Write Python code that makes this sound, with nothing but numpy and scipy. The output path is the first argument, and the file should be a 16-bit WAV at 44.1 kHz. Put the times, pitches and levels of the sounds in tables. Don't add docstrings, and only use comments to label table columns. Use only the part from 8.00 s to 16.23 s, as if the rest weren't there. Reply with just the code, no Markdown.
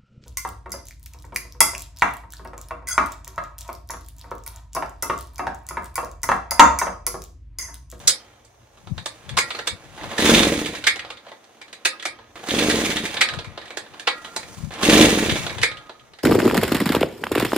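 import sys
import numpy as np
from scipy import signal
from scipy.fft import rfft, irfft
from scipy.io import wavfile
from scipy.ndimage import uniform_filter1d

SR = 44100
rng = np.random.default_rng(int(sys.argv[2]) if len(sys.argv) > 2 else 0)


def ratio(d):
    e = np.asarray(d, float) / 20
    return 10 ** e


def master_out(mix):
    frames = np.transpose(np.atleast_2d(mix))
    ceiling = np.clip(frames, -1, 1)
    pcm = np.round(ceiling * 32767).astype(np.int16)
    wavfile.write(sys.argv[1], SR, pcm)


N = 362943

# first exhaust opening in [s], top speed in [turns/s],
# time to reach it in [s], crank turns in [count].
PULLS = [
    (2.1929, 23.695, .1542, 11),
    (4.4889, 25.679, .1543, 12),
    (6.8344, 26.384, .1664, 12),
]
# puffs in [dB], whir in [dB], extra while the rope is taut in [dB],
# how fast it fades with speed [exponent].
PULL_STRENGTH = [(0, -25, 4, 1.6), (-3, -27.5, 0, 0.88), (0.5, -24.5, 6, 1.054)]
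# frequency in [Hz], width in [Hz], level in [dB].
MUFFLER_MODES = [(238, 40, -19), (316, 58, -7.5), (430, 85, -8), (540, 110, -14), (650, 100, -26),
                 (975, 60, -31), (80, 36, -19.5)]
# frequency in [Hz], width in [Hz], level in [dB].
HOUSING_MODES = [(1910, 19, 9.5), (2300, 110, 16.5), (2700, 33, 17), (3530, 250, -28), (3550, 780, 26),
                 (4800, 160, 3)]
# frequency in [Hz], density in [dB per Hz].
HISS_SPECTRUM = [(3000, -30), (4300, -6), (5200, -2), (6600, 0), (8000, -6), (10000, -5), (12500, -17),
                 (15000, -13), (16200, -22)]
# time in [s], level in [dB], brightness in [dB].
HANDLING = [(0, -48.5, 2), (.5, -67, -5.5), (1.0, -61.5, 4.5), (1.34, -50.5, -5), (1.5, -50.5, 4),
            (1.78, -55.5, -2), (2.12, -46, -1), (2.9, -57.5, -19), (3.35, -61.5, -3), (3.98, -55.5, -5),
            (4.19, -59, -23.5), (4.44, -64.5, 13.5), (5.2, -46, -27), (5.45, -55, -10), (6.6, -50.5, 6),
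            (6.77, -65, 3), (7.6, -54.5, -18), (8.23, -66, 1)]
# start in [s], length in [s], level in [dB].
SCRAPES = [
    (1.51, 0.1, -53.5),
    (1.977, 0.49, -47.5),
    (2.956, 0.18, -57),
    (3.25, 0.079, -60),
    (4.356, 0.086, -48),
    (5.574, 0.11, -65.5),
    (6.242, 0.041, -57),
    (6.707, 0.12, -42.5),
    (7.462, 0.026, -54),
]

# time in [s], peak in [dB], shell resonance in [Hz] and, in some, extra brightness in [dB].
BLOWS = [
    (1.3735, -6, 1180, -3),
    (1.3871, -6, 2300, 1.5),
    (1.674, -11, 3600, 2),
    (2.8711, -4.5, 2290, -1.5),
    (3.8546, -5.5, 2660, 1),
    (5.2131, -4, 2500, 3),
    (7.6326, -3, 2300, -4),
    (.0924, -19.5, 3240, -5),
]
# start in [s], peak in [dB], shell in [Hz].
PAWLS = [(2.1818, -12, 1870), (2.2573, -10.5, 2290), (2.346, -15, 2300), (2.4316, -6, 3510),
         (2.6576, -22, 3230), (2.7495, -26, 2300), (2.839, -21, 1590), (4.4851, -20, 1940),
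         (4.5468, -18, 3500), (4.589, -13.5, 3560), (4.6974, -14, 1880), (4.71, -15.5, 2300),
         (4.902, -19.5, 2300), (4.9672, -16.5, 3530), (5.0528, -18.5, 2300), (6.8298, -11, 3340),
         (6.8958, -4, 2650), (6.9382, -22, 3500), (1.291, -25, 3400), (3.614, -31.5, 2300),
         (3.7277, -29, 3870), (4.024, -26.5, 1930), (4.4695, -34, 1200), (5.995, -26, 1880),
         (7.6151, -19, 3000)]
# start in [s], peak in [dB], shell in [Hz], extra brightness in [dB].
HANDLE = [(1.0576, -21.5, 3600, 6), (2.0099, -34, 2300, -17), (2.9581, -28.5, 1460, 1.5),
          (4.361, -41, 2040, -7), (5.1412, -24, 1370, 2), (5.387, -22.5, 1480, -8),
          (5.655, -36.5, 1840, -4), (5.7706, -19.5, 1920, 0), (6.075, -8.5, 1170, -6.5),
          (6.3623, -18, 3910, 3), (6.7168, -35, 1900, -4.5), (6.7365, -32, 1250, 1.5),
          (7.3607, -19.5, 2430, -3), (7.4645, -19, 1620, -7), (7.5811, -24.5, 3190, -3.5),
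          (8.1336, -38.5, 3930, -8.5), (0.7713, -45, 1150, -4), (3.4397, -44.5, 1240, -2),
          (.4476, -56.5, 1250, 13), (4.0534, -17.5, 2300, 1.5)]
# start in [s], peak in [dB], shell in [Hz].
TAPS = [(.978, -27.5, 3660), (1.5476, -26.5, 4100), (1.5879, -23, 1960), (3.1015, -25.5, 1570),
        (3.679, -43, 1700), (5.3354, -23, 1770), (5.444, -31.5, 2300), (5.7039, -28.5, 2393),
        (6.245, -29.5, 3420), (6.4291, -33.5, 2400), (7.7124, -28, 1650), (8.186, -37, 2000)]
# start in [s], peak in [dB], shell in [Hz].
BUMPS = [(0.8708, -36, 1210), (1.9773, -38, 1910), (2.1311, -30, 1600), (2.736, -31, 3210),
         (3.0473, -31, 1600), (3.265, -37.5, 1850), (3.3159, -34.5, 1960), (4.1865, -40.5, 1810),
         (5.575, -26.5, 1270), (5.862, -41.5, 1940), (5.936, -39.5, 1636), (7.8934, -32.5, 1270)]
# start in [s], peak in [dB], shell in [Hz].
SNAPS = [(1.504, -20, 1270), (2.9917, -22, 2640), (3.1706, -36.5, 3600), (3.283, -41, 3320),
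         (3.9958, -28, 3380), (5.1686, -16, 3570), (5.287, -16.5, 1760), (5.6134, -34, 1900),
         (5.679, -36, 1370), (7.296, -14, 3400), (7.4944, -23.5, 2300), (7.769, -32, 3300),
         (7.994, -44, 3200)]
# start in [s], peak in [dB], shell in [Hz].
SWITCH = [
    (.077, -11.5, 3260),
]
# thud in [dB re peak], tick in [dB re peak].
VOICES = [
    (-13, -6),
    (-12.5, -8),
    (-2.5, -5.5),
    (-2, -12),
    (4.5, -17),
    (-47, -15),
    (-18, 11.5),
]
# frequency in [Hz], level in [dB], decay time T60 in [s].
CASING_MODES = [(524, -8, 0.091), (915, -25, .1), (2300, -15, 0.088), (2290, -16, 0.077)]
# frequency in [Hz], decay time T60 in [s], level in [dB],
# part [0 guard, 1 bracket, 2 spring clip].
THIN_METAL = [(1249, 0.96, 0, 0), (1385, 1.22, -2, 1), (1655, 0.62, -2, 0), (1925, 0.62, 0, 1),
              (3165, 0.61, 0, 2)]
# time in [s], guard in [dB], bracket in [dB], clip in [dB].
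METAL_HITS = [
    (.08, -56, -57, -43),
    (1.378, -44, -35, -52),
    (2.873, -42, -42, -48),
    (3.861, -42, -54, -52),
    (4.057, -49, -56, -50),
    (5.215, -36, -43, -50),
    (6.081, -39, -37, -54),
    (7.636, -36.5, -45, -45),
]

# frequency in [Hz], T60 in [s].
ROOM_T60 = [(150, 0.49), (600, 0.2), (2000, 0.21), (6000, 0.16), (14000, 0.1)]
# peak in [s], level in [dB], swells for [s], dies in [s].
GUSTS = [(.11, -40.5, 0.39, 0.053), (0.919, -30, 0.13, 0.22), (1.35, -33, 0.15, .19),
         (1.74, -42, 0.1, 0.073), (2.07, -42, 0.47, 0.16), (2.85, -56.5, 2.9, 0.4), (3.72, -73, 0.27, 0.2),
         (3.86, -72, .1, 0.27), (4.064, -64, .11, .07), (5.23, -47, 1.2, .05), (5.33, -38, .05, 0.33),
         (5.494, -37, 0.055, 0.15), (6.646, -28, .11, .12), (7.41, -37.5, 1.9, 0.041),
         (7.614, -38.5, 0.59, 0.33), (8.1, -62, .8, 0.61)]
# frequency in [Hz], density in [dB per Hz].
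SHOP_SPECTRUM = [(15, -39), (25, -23), (52, -1), (76, -5.5), (123, 3.5), (153, -69), (242, -14.5),
                 (427, -11.5), (818, -13), (3520, -46.5), (6210, -23), (7510, -34.5), (16000, -40.5)]
# frequency in [Hz], level in [dB rms].
HUM = [(118.4, -74), (242, -79.5)]
# time in [s], level in [dB].
DRONE = [(0, 1), (3.1, 3.5), (3.4, -18), (3.95, -17), (4.1, 1), (5.6, 1.5), (5.75, -12), (6.48, -16),
         (6.6, 5), (7.7, 0), (8.23, -14)]


def rms_one(x):
    return x / np.sqrt(np.mean(x ** 2) + 1e-20)


def peak_one(x):
    return x / np.max(np.abs(x))


def in_time(rows):
    s, *columns = np.transpose(rows)
    return [np.interp(np.arange(N) / SR, s, c) for c in columns]


def at_hz(points, hz):
    table_hz, values = np.transpose(points)
    return np.interp(np.log(hz), np.log(table_hz), values)


def band(x, low_hz, high_hz, order=2):
    edges_hz = [low_hz, min(high_hz, .45 * SR)]
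    return signal.sosfilt(signal.butter(order, edges_hz, "band", fs=SR, output="sos"), x)


def coloured(x, spectrum):
    hz = np.maximum(np.arange(N // 2 + 1) * SR / N, 1)
    return rms_one(irfft(rfft(x) * ratio(at_hz(spectrum, hz)), N))


def drift(rate):
    r = np.exp(-80 * np.pi * rate / SR)
    slow = signal.lfilter([1], [1, -2 * r, r * r], rng.standard_normal(N // 40 + 2002))[2000:]
    return np.interp(np.arange(N) / 40, np.arange(len(slow)), rms_one(slow))


def ring(x, hz, width_hz):
    r = np.exp(-np.pi * width_hz / SR)
    w = 2 * np.pi * hz / SR
    return signal.lfilter([0, np.sin(w)], [1, -2 * r * np.cos(w), r * r], x + 1e-18)


def ring_t60(x, hz, t60_s):
    return ring(x, hz, np.log(1000) / np.pi / t60_s)


def grit(shape, spread_db):
    return ratio(spread_db * np.minimum(rng.exponential(1, shape), 5)) * rng.choice([-1, 1], shape)


def spread(shape, spread_db, own):
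    shared, left, right = grit((3, *shape), spread_db)
    return np.array([shared + own * left, shared + own * right])


def crank(pull):
    spin_up_s, coast_s, coast_power = .2617, .3516, 1.7956
    since = np.arange(N) / SR - pull[0]
    past = since - pull[2]
    pulled = 1 - (past / spin_up_s) ** 2
    coasting = 1 / (1 + (np.maximum(past, 0) / coast_s) ** coast_power)
    return np.maximum(np.where(past < 0, pulled, coasting), .2), since


def puffs():
    slack_s = 0.035
    bite_db_per_s, stall_db_per_s = 441, 50
    puff_power, whir_power = 1.1, 1.615
    intake_lag_s = 0.00343
    first_puff_db, last_intake_db = -2, -9
    intake_db, coasting_intake_db = -0.5, -3
    scatter_db, colour_spread_db = 2, 1.5
    push, angle, level = np.zeros((len(MUFFLER_MODES), N)), np.zeros(N), np.zeros(N)
    t = np.arange(N) / SR
    for pull, (puff_db, whir_db, taut_db, fade) in zip(PULLS, PULL_STRENGTH):
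        share, since = crank(pull)
        turns = np.cumsum(share * (since >= 0)) * pull[1] / SR
        edges = np.interp(np.arange(pull[3] + 1), turns[since >= 0], t[since >= 0])
        taut = np.clip((pull[2] + 2 * slack_s - since) / slack_s, 0, 1)

        exhaust_s = edges[:-1]
        intake_s = exhaust_s + np.diff(edges) / 2 + intake_lag_s
        turn_s = np.gradient(edges)[:-1]
        at = (exhaust_s * SR).astype(int)
        exhaust_db = puff_db + taut_db * taut[at] + 20 * fade * puff_power * np.log10(share[at])
        inhale_db = exhaust_db + intake_db + coasting_intake_db * (1 - taut[at])
        inhale_db[-1] += last_intake_db
        exhaust_db[0] += first_puff_db
        levels_db = np.r_[exhaust_db, inhale_db] + scatter_db * rng.standard_normal(2 * len(exhaust_s))
        for at_s, level_db, period in zip(np.r_[exhaust_s, intake_s], levels_db, np.r_[turn_s, turn_s]):
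            opening = np.hanning(int(.036 * period * SR))
            at = int((at_s - .0005) * SR) - len(opening) // 2
            colour_db = colour_spread_db * rng.standard_normal((len(MUFFLER_MODES), 1))
            push[:, at:at + len(opening)] += ratio(level_db + colour_db) * opening / opening.sum()

        angle += np.minimum(turns, pull[3])
        ends_db = bite_db_per_s * np.minimum(since, 0) - stall_db_per_s * np.maximum(t - edges[-1], 0)
        level += ratio(whir_db + taut_db * taut + ends_db) * share ** (fade * whir_power)
    gas = uniform_filter1d(push, size=700, origin=349) * rng.standard_normal(N) * ratio(22.5)
    body = sum(ratio(level_db) * ring(drive, hz, wide_hz)
               for drive, (hz, wide_hz, level_db) in zip(push + gas, MUFFLER_MODES))
    return ratio(-0.5) * band(body, 220, 3000, order=1), angle, level


def scrapes():
    fade_db_per_s = 496
    t = np.arange(N) / SR
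    level = sum((t > s) * ratio(top_db - fade_db_per_s * np.maximum(t - s - long_s, 0))
                for s, long_s, top_db in SCRAPES)
    return level * ratio(3.4 * drift(40))


def whir(angle, level):
    pull_hiss_db, scrape_hiss_db = 1, -7.5
    rub_db, bright_db = in_time(HANDLING)
    turning = angle % 1 > 0
    bunch = ratio(2.3 * np.cos(2 * np.pi * (angle - .25)) * turning + 2.2 * drift(70))
    grains = spread((N,), spread_db=4.0, own=.8) * bunch
    ticks = rng.random((len(HOUSING_MODES), N)) < 300 / SR
    shell = sum(ratio(level_db) * np.sqrt(wide_hz) * ring(grains * tick, hz, wide_hz)
                for tick, (hz, wide_hz, level_db) in zip(ticks, HOUSING_MODES))
    rattling = ratio(np.where(turning, 0.5, -10))
    body = rms_one(band(shell, 1300, 4500)) * rattling + rms_one(band(grains, 1380, 3890))
    hiss = coloured(grains, HISS_SPECTRUM)
    rumble = rms_one(band(grit(N, spread_db=0.5) * bunch, 217, 1266)) * ratio(np.where(turning, -4.0, 3.0))
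    scrape = scrapes()
    body_level = level + scrape + ratio(rub_db)
    hiss_level = level * ratio(pull_hiss_db) + scrape * ratio(scrape_hiss_db) + ratio(rub_db + bright_db)
    return body_level * (body + rumble) + hiss_level * hiss


def clacks():
    size = 4000
    kinds = [BLOWS, PAWLS, HANDLE, TAPS, BUMPS, SNAPS, SWITCH]
    rows = [(*row[:3], thud_db, tick_db + sum(row[3:]))
            for kind, (thud_db, tick_db) in zip(kinds, VOICES) for row in kind]
    t = np.arange(size) / SR
    out, knocks = np.zeros((2, N + size)), np.zeros((len(CASING_MODES), N + size))
    contacts = spread((len(rows), size), spread_db=3.5, own=.8)
    strengths_db = rng.normal(0, 3, (len(rows), len(CASING_MODES)))
    for k, (s, level_db, shell_hz, thud_db, tick_db) in enumerate(rows):
        hard = np.clip((level_db + 21.0) / 12, 0, 1)
        lead = 0.0022 + .0055 * hard
        shape = np.where(t < lead, (t / lead) ** 0.81, np.exp(-(t - lead) / 0.0093))
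        crack = 1.7 * hard * np.exp(-((t - lead) / 0.0002) ** 2)
        rattle = contacts[:, k] * (shape + crack)

        direct = peak_one(band(rattle, 1240, 4110, order=4))
        resonance = peak_one(band(ring(rattle, shell_hz, 300), 600, 11000, order=3))
        shell = peak_one(direct + 0.67 * resonance)
        high = band(rattle, 8000, 8700) + band(rattle, 13800, 16500) * .8
        tick = ratio(tick_db + 2.5) * peak_one(band(rattle, 4070, 9000) + ratio(-25.0 + 9.0 * hard) * high)
        thud = ratio(thud_db - 5.5) * peak_one(band(rattle.sum(axis=0), 348, 1113, order=3))

        at = int((s + .002 - lead) * SR)
        out[:, at:at + size] += ratio(level_db + 5.5) * (shell + tick + thud)
        knock = rattle[0] / np.sqrt(np.sum(rattle[0] ** 2))
        knocks[:, at:at + size] += ratio(level_db + strengths_db[k])[:, None] * knock
    casing = sum(ratio(level_db - 14) * ring_t60(hit, hz, t60)
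                 for hit, (hz, level_db, t60) in zip(knocks, CASING_MODES))
    return (out + band(casing, 290, 12000))[:, :N]


def thin_metal():
    blows = np.zeros((3, N))
    for s, *levels_db in METAL_HITS:
        blows[:, int(s * SR)] = ratio(np.array(levels_db))
    rings = sum(ratio(level_db + 4.54 * drift(30)) * ring_t60(blows[int(round(part))], hz, t60)
                for hz, t60, level_db, part in THIN_METAL)
    return band(rings, 830, 4000)


def workshop(x):
    t = np.arange(int(.5 * SR)) / SR
    mid, side = rng.standard_normal((2, len(t)))
    pair = np.array([mid + band(side, 600, 19000), mid - band(side, 600, 19000)])
    answer = sum(band(pair, hz / np.sqrt(2), hz * np.sqrt(2)) * ratio(-60 * t / at_hz(ROOM_T60, hz))
                 for hz in 60 * 2. ** np.arange(9))
    answer *= np.minimum(t / 0.0048, 1) / np.sqrt(np.sum(answer ** 2) / 2)
    return signal.fftconvolve(x, answer, axes=1)[:, :N]


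def gusts():
    fade_db, calm_db = 37.5, -80
    lumps = band(rng.standard_normal(N) * ratio(4.2 * drift(26)), 69.5, 185, order=3)
    swell = band(rng.standard_normal(N), 25, 79)
    t = np.arange(N) / SR
    level = ratio(calm_db) + sum(ratio(top_db - fade_db * np.maximum((s - t) / swell_s, (t - s) / die_s))
                               for s, top_db, swell_s, die_s in GUSTS)
    return level * (rms_one(lumps) + 0.28 * rms_one(swell)) * ratio([[6], [-20]])


def background():
    shop_db = -56
    mid, side = rng.standard_normal((2, N))
    side = band(side, 430, 19000)
    air = ratio(shop_db + 0.87 * drift(3.1)) * coloured(np.array([mid + side, mid - side]), SHOP_SPECTRUM)
    t = np.arange(N) / SR
    hum = sum(np.sqrt(2) * ratio(level_db + 2.0 * drift(3.5)) * np.sin(2 * np.pi * hz * t) for hz, level_db in HUM)
    return band(air, 184, 19000) + ratio(in_time(DRONE)[0]) * (band(air, 36, 200) + hum)


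def scene():
    low, angle, level = puffs()
    bright = whir(angle, level) + clacks() + thin_metal()
    left, right = low + bright
    left = np.concatenate([np.zeros(2), left[:-2]])
    left, right = np.array([left, right]) + workshop(ratio(-3.0) * bright + low / 10 ** .5)
    left = left - .28 * band(left, 1000, 6000, order=1) - .55 * band(left, 7000, 11500, order=1)
    return np.array([left, right]) + gusts() + background()


def top_cut(x):
    return signal.sosfilt(signal.butter(12, 15950, fs=SR, output="sos"), x)


def record(dry):
    rounded = np.tanh(dry)
    cut = signal.sosfilt(signal.cheby2(12, 60, 16700, fs=SR, output="sos"), rounded)
    return top_cut(cut)


dry = scene()
out = record(dry)
master_out(out)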